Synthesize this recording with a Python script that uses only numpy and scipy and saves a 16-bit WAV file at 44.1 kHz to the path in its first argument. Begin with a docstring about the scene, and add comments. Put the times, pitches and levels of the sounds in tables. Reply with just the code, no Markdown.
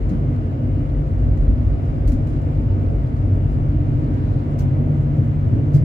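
"""In the cab of a tram, behind the windscreen, as it gently gathers speed along street track.
Rail roughness forces the body into vibration: it shakes and booms, its panels drum, and the wheels
roar and hiss. A compressor and a blower hum at harmonics of their shaft rates, the inverter whistles
faintly, and the gear whine rises through the body's resonances. Now and then a loose fitting clicks
or scuffs. The cab's modes colour the noises on their way to the left and right sides."""
import sys
import numpy as np
from scipy import signal
from scipy.fft import rfft, irfft
from scipy.io import wavfile
from scipy.ndimage import uniform_filter1d

SR = 44100
rng = np.random.default_rng(int(sys.argv[2]) if len(sys.argv) > 2 else 0)


def wav_record(signal):
    """Record a signal, one row per channel, as 16-bit PCM in the file named by sys.argv[1]."""
    frames = np.transpose(np.atleast_2d(signal))
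    bounded = np.clip(frames, -1, 1)
    # unit amplitude maps onto the largest positive 16-bit level
    quanta = np.round(bounded * 32767).astype(np.int16)
    wavfile.write(sys.argv[1], SR, quanta)


N = 257544
T = np.arange(N) / SR
BINS = np.maximum(np.arange(N // 2 + 1) * SR / N, 1)  # Hz

# left-right likeness, inverted near 1 kHz by a cross mode of the cab: (frequency [Hz], correlation [-])
CAB_CORRELATION = [(50, 0.89), (140, 0.95), (290, 0.88), (490, 0.45), (700, 0.025), (900, -0.54),
                   (1100, -0.88), (1350, -0.41), (1600, 0.049), (2100, 0.23), (2600, -0.19), (3300, 0.0051)]
# inverter tones and their change per percent of added speed:
# (starting frequency [Hz], glide [Hz/%], relative level [dB], swell [dB/%])
INVERTER_TONES = [(1415, 0, -69.5, 0), (1468, 0, -69, 0), (4932, -.6, -75.5, -.2), (5078, 0, -91, .5),
                  (5134, 1.4, -81.5, -.2), (7498, 0, -93, 0), (9928, 0, -87, -.25)]
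# effect of load on the inverter's whistle: (time [s], gain [dB])
INVERTER_LOAD = [(0, -4.5), (1.7, 3.5), (2.6, 2.5), (3.6, 2), (4.3, -0.5), (5.84, -1.5)]
# harmonics of the two machines: (multiple of shaft rate [-], relative level [dB])
BLOWER_ORDERS = [(2, -4.5), (3, 1), (5, -6.5), (6, -18.5), (7, -24), (13, -22), (14, -25), (15, -31)]
COMPRESSOR_ORDERS = [(3, 1), (4, -7.5), (5, -22), (6, -34), (7, -19.5), (8, -25), (9, -18), (10, -24),
                     (11, -28.5)]
# modes of the loose fitting: (frequency [Hz], bandwidth [Hz], relative level [dB])
FITTING_MODES = [(2250, 1300, 2.5), (2700, 110, 5.5), (4000, 120, 2.5), (4540, 170, 0.5), (5260, 130, 0),
                 (5830, 98, 1), (6570, 150, 2), (6800, 5500, -3), (7400, 270, 1), (9540, 180, -4),
                 (10400, 200, -4), (12000, 330, -4), (13000, 650, -4.5), (14600, 900, -9)]
# impacts of the fitting: (time [s], level [dB], left minus right [dB], contact cutoff [Hz])
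CLICKS = [(0.092, -44, 2, 8500), (1.374, -51.5, 0, 12000), (1.420, -55.5, 4, 10960), (1.851, -53, 1, 8850),
          (2.0765, -37.5, -5, 15000), (2.12, -43, -5, 17000), (2.271, -48, -4, 13500),
          (2.296, -55, -3, 12000), (2.332, -55.5, -1, 8000), (2.417, -56, 11, 12000),
          (3.168, -54.5, -9, 7900), (3.513, -55, -2, 8000), (4.138, -50.5, 3, 8600), (5.167, -57, 1, 11100)]
# slides of the fitting: (time [s], level [dB], rise [s], hold [s], decay [s], contact cutoff [Hz],
# squeak frequency [Hz], squeak gain [dB], ring frequency [Hz], ring gain [dB])
SCUFFS = [(4.576, -49, 0.016, 0.0074, 0.019, 17000, 5800, -6, 11800, -12),
          (5.728, -50, 0.014, 0.0063, 0.026, 15000, 5350, -6.5, 4770, -4)]
# tooth-meshing rate, proportional to road speed: (time [s], frequency [Hz])
GEAR_MESH = [(0, 510), (1.1, 521), (2.1, 542), (2.65, 557), (3.4, 577), (4, 602), (5.84, 612)]
# body resonances swept by the gears: (frequency [Hz], bandwidth [Hz], tone level at centre [dB])
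BODY_RESONANCES = [(521, 12, -45), (542, 6, -49), (564, 6, -48.5), (880, 14, -54), (904, 16, -58),
                   (953, 6, -58)]
# ringing modes of the wheels: (frequency [Hz], bandwidth [Hz], level [dB])
WHEEL_MODES = [(2070, 210, -65.5), (2310, 240, -69.5), (2850, 280, -67.5)]
# rough patches of rail, each exciting one resonance of the running gear:
# (time [s], half duration [s], frequency [Hz], bandwidth [Hz], level [dB])
ROUGH_PATCHES = [(3.919, 0.45, 292.4, 45.3, -31), (4.16, .11, 1600, 750, -54.5),
                 (4.33, .19, 4030, 1960, -67), (5.3, 0.29, 228.5, 29.7, -31.5)]
# growth of a side panel's drone: (time [s], level [dB])
DRONE_LEVEL = [(3.9, -48.5), (4.55, -33.5), (4.85, -26.5), (5.1, -31.5), (5.4, -24.5), (5.65, -24.5),
               (5.8, -23.5)]
# booms from bumps in the track: (time [s], level [dB], frequency [Hz], bandwidth [Hz], decay [s])
BUMPS = [(.1, -17.5, 187, 110, 0.061), (1.38, -13.5, 46.7, 22, 0.17), (1.49, -17, 249, 37, 0.042),
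         (2.04, -12.5, 46.5, 23, 0.18), (2.111, -18.5, 248, 88, 0.055), (2.84, -16, 45.2, 24, 0.062),
         (3.281, -17, 95.5, 11.3, 0.11), (3.83, -14, 115, 18, 0.085), (4.595, -33, 600, 520, 0.045),
         (4.62, -15, 135.8, 10, 0.17), (5.17, -13, 123.5, 33, 0.092), (5.5, -11, 127, 23, 0.086),
         (5.516, -20.5, 259, 106, 0.1), (5.739, -6.5, 132, 21.4, 0.04)]
# body shake from uneven track: (time [s], level [dB])
SHAKE_LEVEL = [(0, -20), (.45, -29), (1.1, -19), (1.6, -17.5), (1.9, -23.5), (2.9, -22), (3.2, -25),
               (3.45, -21), (4.5, -28), (5.84, -28.5)]
# spectra of the four rolling noises: (frequency [Hz], relative spectral density [dB])
SHAKE_SPECTRUM = [(12, -39), (25, -23.5), (35, -2.5), (41, -3.5), (52, 7.5), (60, -4.5), (70, -2),
                  (85, -31)]
PANEL_SPECTRUM = [(85, -28), (108, 2), (120, -2.5), (132, 1.5), (146, -9), (158, -8), (170, -14),
                  (200, -24)]
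ROAR_SPECTRUM = [(55, -17), (78, 10.5), (100, 3.5), (135, -4.5), (200, -10), (225, -0.5), (260, -4.5),
                 (290, 3), (335, -9), (400, -10.5), (490, -12.5), (660, -16), (800, -24), (1100, -45.5)]
HISS_SPECTRUM = [(300, -11.5), (700, 0), (900, 4.5), (1150, 3.5), (1500, -5), (2100, -8), (2850, -13.5),
                 (3400, -18.5), (5500, -27.5), (7400, -30), (8500, -35), (12500, -36.5), (15500, -49)]


def undb(db):
    """Amplitude grows tenfold for every 20 dB."""
    return 10 ** (np.asarray(db) / 20)


def unit(x):
    """Normalisation to an rms of 1."""
    return x / np.sqrt(np.mean(x ** 2))


def over_time(points):
    """Linear interpolation of (time, value) points."""
    return np.interp(T, *np.transpose(points))


def over_bins(points):
    """Interpolation of (frequency, value) points on a logarithmic frequency axis."""
    hz, value = np.transpose(points)
    return np.interp(np.log(BINS), np.log(hz), value)


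def colour(points):
    """Band-limited response: a spectrum falling 12 dB an octave below its range and 24 above."""
    low_skirt = np.minimum(BINS / points[0][0], 1) ** 2
    high_skirt = np.minimum(points[-1][0] / BINS, 1) ** 4
    return undb(over_bins(points)) * low_skirt * high_skirt


def resonance(hz, width):
    """Frequency response of a damped oscillator with a half-power bandwidth of width Hz."""
    return 1 / (1 + 1j * (BINS ** 2 - hz ** 2) / (BINS * width))


def walk(rate_hz):
    """Random modulation: low-passed noise with an rms of 1."""
    return unit(irfft(rfft(rng.standard_normal(N)) * np.exp(-(BINS / rate_hz) ** 2), N))


def even(x, span_s):
    """Division by the running rms removes slow swells and keeps quick beating."""
    return x / np.sqrt(uniform_filter1d(np.mean(x ** 2, axis=0), int(span_s * SR)))


def pan(db):
    """Left and right gains for a level difference between the sides."""
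    return undb(np.array([[db], [-db]]) / 2)


def fade(start, decay_s, rise_s):
    """Envelope of a damped vibration: a linear rise under an exponential decay."""
    age = np.maximum(T - start, 0)
    return np.minimum(age / rise_s, 1) * np.exp(-age / decay_s)


def soften(x, cutoff_hz):
    """A compliant contact acts as a low-pass filter and leaves the high modes out."""
    return signal.lfilter(*signal.butter(2, cutoff_hz, fs=SR), x)


def added_speed():
    """Mesh rate is proportional to speed, so it gives the percent gained since the start."""
    mesh_hz = over_time(GEAR_MESH)
    return 100 * (mesh_hz / mesh_hz[0] - 1)


def rough_rail(middle_s=4.22, span_s=0.26):
    """Excitation by a passing rough stretch of rail, a Gaussian swell from 0 to 1 and back."""
    return np.exp(-((T - middle_s) / span_s) ** 2)


def cab_modes(decay_s=0.17, echo_gain=0.43):
    """Interference of direct sound and dense echoes lifts some frequencies and hollows others."""
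    echoes = unit(rng.standard_normal((2, N)) * np.exp(-T / decay_s)) / np.sqrt(N)
    crowding = np.minimum(BINS / 450, 1) ** 2  # few modes fit in the cab at low pitch
    return np.abs(1 + echo_gain * crowding * rfft(echoes))


def cab_noise(response):
    """Random forcing through a response reaches the two sides partly correlated, at an rms of 1."""
    correlation = over_bins(CAB_CORRELATION)
    forcing = rfft(rng.standard_normal((2, N)))
    paths = cab_modes() * np.sqrt([1 + correlation, 1 - correlation])
    mid, side = irfft(forcing * response * paths, N)
    return unit(np.array([mid + side, mid - side]))


def band_noise(hz, width):
    """Resonant filtering narrows random forcing to a band around one frequency."""
    return cab_noise(resonance(hz, width) ** 2)


def harmonics(hz, orders, wander, flutter_db, lag_rad):
    """Periodic motion gives a harmonic series; a jolting load makes pitch and levels waver."""
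    phase = 2 * np.pi * np.cumsum(hz * (1 + wander * walk(6.23))) / SR
    out = 0
    for multiple, db in orders:
        offset = rng.uniform(0, 2 * np.pi)
        # higher orders reach the two sides further out of phase
        sides = lag_rad * multiple * rng.choice([-1, 1]) * np.array([[1], [-1]])
        out = out + undb(db + flutter_db * walk(6.5)) * np.sin(multiple * phase + offset + sides)
    return np.sqrt(2) * out


def grit(grains_per_s=320, decay_s=0.0015):
    """Shot noise: sand cracks under the wheels at random instants, louder on the rough rail."""
    grains = (rng.random(N) < grains_per_s / SR) * rng.exponential(size=N)
    crackle = signal.lfilter([1], [1, -np.exp(-1 / (decay_s * SR))], grains)
    return unit(crackle * band_noise(4140, width=1200)) * undb(-74.5 + 4 * rough_rail())


def inverter():
    """Modulation sidebands: two of the inverter's faint tones spread apart with speed."""
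    sides = np.array([[0.6], [-0.6]])  # phase lead, rad
    percent, whistle = added_speed(), 0
    for hz, glide, db, swell in INVERTER_TONES:
        phase = 2 * np.pi * np.cumsum(hz + glide * percent) / SR + 0.4 * walk(5.6)
        whistle = whistle + undb(db + swell * percent + 1.9 * walk(14)) * np.sin(phase + sides)
    return whistle * undb(over_time(INVERTER_LOAD))


def fitting():
    """Impact and stick-slip friction excite a loose fitting's modes, leaving a short metallic ring."""
    powers = [(np.abs(undb(db) * resonance(hz, width)) ** 2, hz / width)
              for hz, width, db in FITTING_MODES]
    response = np.sqrt(sum(power for power, q in powers))
    # modes of high Q outlast the broad ones, so the tail is tinny
    lasting = np.sqrt(sum(power * q for power, q in powers))
    ring, tail = cab_noise(response), cab_noise(lasting)
    out = 0
    for s, db, pan_db, cutoff_hz in CLICKS:
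        knock = pan(pan_db) * ring * fade(s, decay_s=0.0026, rise_s=0.00093)
        after_ring = undb(-9) * tail * fade(s, decay_s=0.024, rise_s=0.0058)
        out = out + undb(db) * soften(knock + after_ring, cutoff_hz)
    for s, db, rise_s, hold_s, decay_s, cutoff_hz, squeak_hz, squeak_db, ring_hz, ring_db in SCUFFS:
        onset = np.clip((T - s) / rise_s, 0, 1) ** 2
        release = np.exp(-np.maximum(T - s - rise_s - hold_s, 0) / decay_s)
        grip = undb(2.5 * walk(400))  # it sticks and slips as it slides
        squeak = undb(squeak_db) * band_noise(squeak_hz, width=1300)
        scrape = soften(onset * release * grip * (ring + squeak), cutoff_hz)
        metal = undb(ring_db) * even(band_noise(ring_hz, width=200), span_s=0.022)
        after_ring = (metal + undb(-4.5) * tail) * fade(s + rise_s, decay_s=0.03, rise_s=0.004)
        out = out + undb(db) * pan(1.3) * (scrape + after_ring)
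    chatter = cab_noise(response * resonance(7600, width=4500)) * undb(-75.5 + 2.4 * walk(20))
    return out + chatter


def gear_tone(hz, flutter_db, lead_rad):
    """Forced resonance: a gear's whine sings out wherever its pitch crosses a mode of the body."""
    power = sum(undb(db) ** 2 / (1 + (2 * (hz - centre) / width) ** 2)
                for centre, width, db in BODY_RESONANCES)
    phase = 2 * np.pi * np.cumsum(hz) / SR + np.array([[lead_rad], [-lead_rad]])
    return np.sqrt(2 * power) * undb(flutter_db * walk(13)) * np.sin(phase)


def gears(stage_ratio=1.583):
    """Tooth meshing: two gear stages whine upward in a constant ratio as the tram speeds up."""
    mesh_hz = over_time(GEAR_MESH)
    lower = gear_tone(mesh_hz, flutter_db=1.3, lead_rad=0.44)
    upper = gear_tone(stage_ratio * mesh_hz, flutter_db=3.0, lead_rad=0.91)
    return lower + upper


def wheel_resonances():
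    """Modal response: wheel modes swell and fade; rough patches add a passing drone or hiss."""
    out = 0
    for hz, width, db in WHEEL_MODES:
        out = out + band_noise(hz, width) * undb(db + 2.0 * walk(7))
    for s, span_s, hz, width, db in ROUGH_PATCHES:
        out = out + band_noise(hz, width) * undb(db) * rough_rail(s, span_s)
    return out


def panel_drone(hz=145.5):
    """A single mode of a side panel grows into a nearly pure hum late in the run."""
    hum = harmonics(hz, [(1, 0)], wander=0.0081, flutter_db=1.2, lag_rad=0.096)
    return hum * undb(over_time(DRONE_LEVEL))


def blower():
    """Rotational harmonics: the blower's fluttering hum swells as its shaft slows slightly."""
    shaft_hz = 49.14 - 0.13 * T
    hum = harmonics(shaft_hz, BLOWER_ORDERS, wander=0.0031, flutter_db=3.5, lag_rad=0.041)
    return hum * undb(-31.5 + 0.35 * T)


def compressor():
    """Structure-borne sound: the compressor's shaft orders hum, slowly sagging and swelling."""
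    shaft_hz = 32.03 - 0.0604 * T
    hum = harmonics(shaft_hz, COMPRESSOR_ORDERS, wander=0.005095, flutter_db=1.0, lag_rad=0.028)
    return hum * undb(-26 + 0.21 * T)


def bumps():
    """Transient excitation: each bump in the track sets one part of the body booming briefly."""
    out = 0
    for s, db, hz, width, decay_s in BUMPS:
        boom = even(band_noise(hz, width), span_s=0.087)
        out = out + undb(db) * boom * fade(s, decay_s, rise_s=0.019)
    return out


def rolling():
    """Roughness excitation: the body shakes; panels drum and wheels roar and hiss, louder with speed."""
    percent, rough = added_speed(), rough_rail()
    shake = even(cab_noise(colour(SHAKE_SPECTRUM)), span_s=0.32) * undb(over_time(SHAKE_LEVEL))
    panels = even(cab_noise(colour(PANEL_SPECTRUM)), span_s=0.32) * undb(-28.5 + 0.2189 * percent)
    roar_db = -26 + 0.0306 * percent + 0.3 * rough
    roar = even(cab_noise(colour(ROAR_SPECTRUM)), span_s=0.14) * undb(roar_db)
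    hiss_db = -46 + 0.0358 * percent + 1.5 * rough + 0.4 * walk(14)
    hiss = cab_noise(colour(HISS_SPECTRUM)) * undb(hiss_db)
    return shake + panels + roar + hiss


def scene():
    """Superposition: all sources add in the cab, leaning slightly to the left."""
    running = rolling() + wheel_resonances() + grit() + panel_drone() + bumps()
    machinery = compressor() + blower() + inverter() + gears()
    return (running + machinery) * pan(0.5) + fitting()


def record(dry, low_hz=31, top_hz=15700, fade_s=0.004):
    """Band limiting removes the deepest shake and the highest treble; both ends fade briefly."""
    edges = np.minimum(np.minimum(T, T[-1] - T) / fade_s, 1)
    high_pass = signal.butter(4, low_hz, "high", fs=SR, output="sos")
    low_pass = signal.ellip(8, 0.2, 70, top_hz, fs=SR, output="sos")
    return signal.sosfilt(low_pass, edges * signal.sosfilt(high_pass, dry))


dry = scene()
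out = record(dry)
wav_record(out)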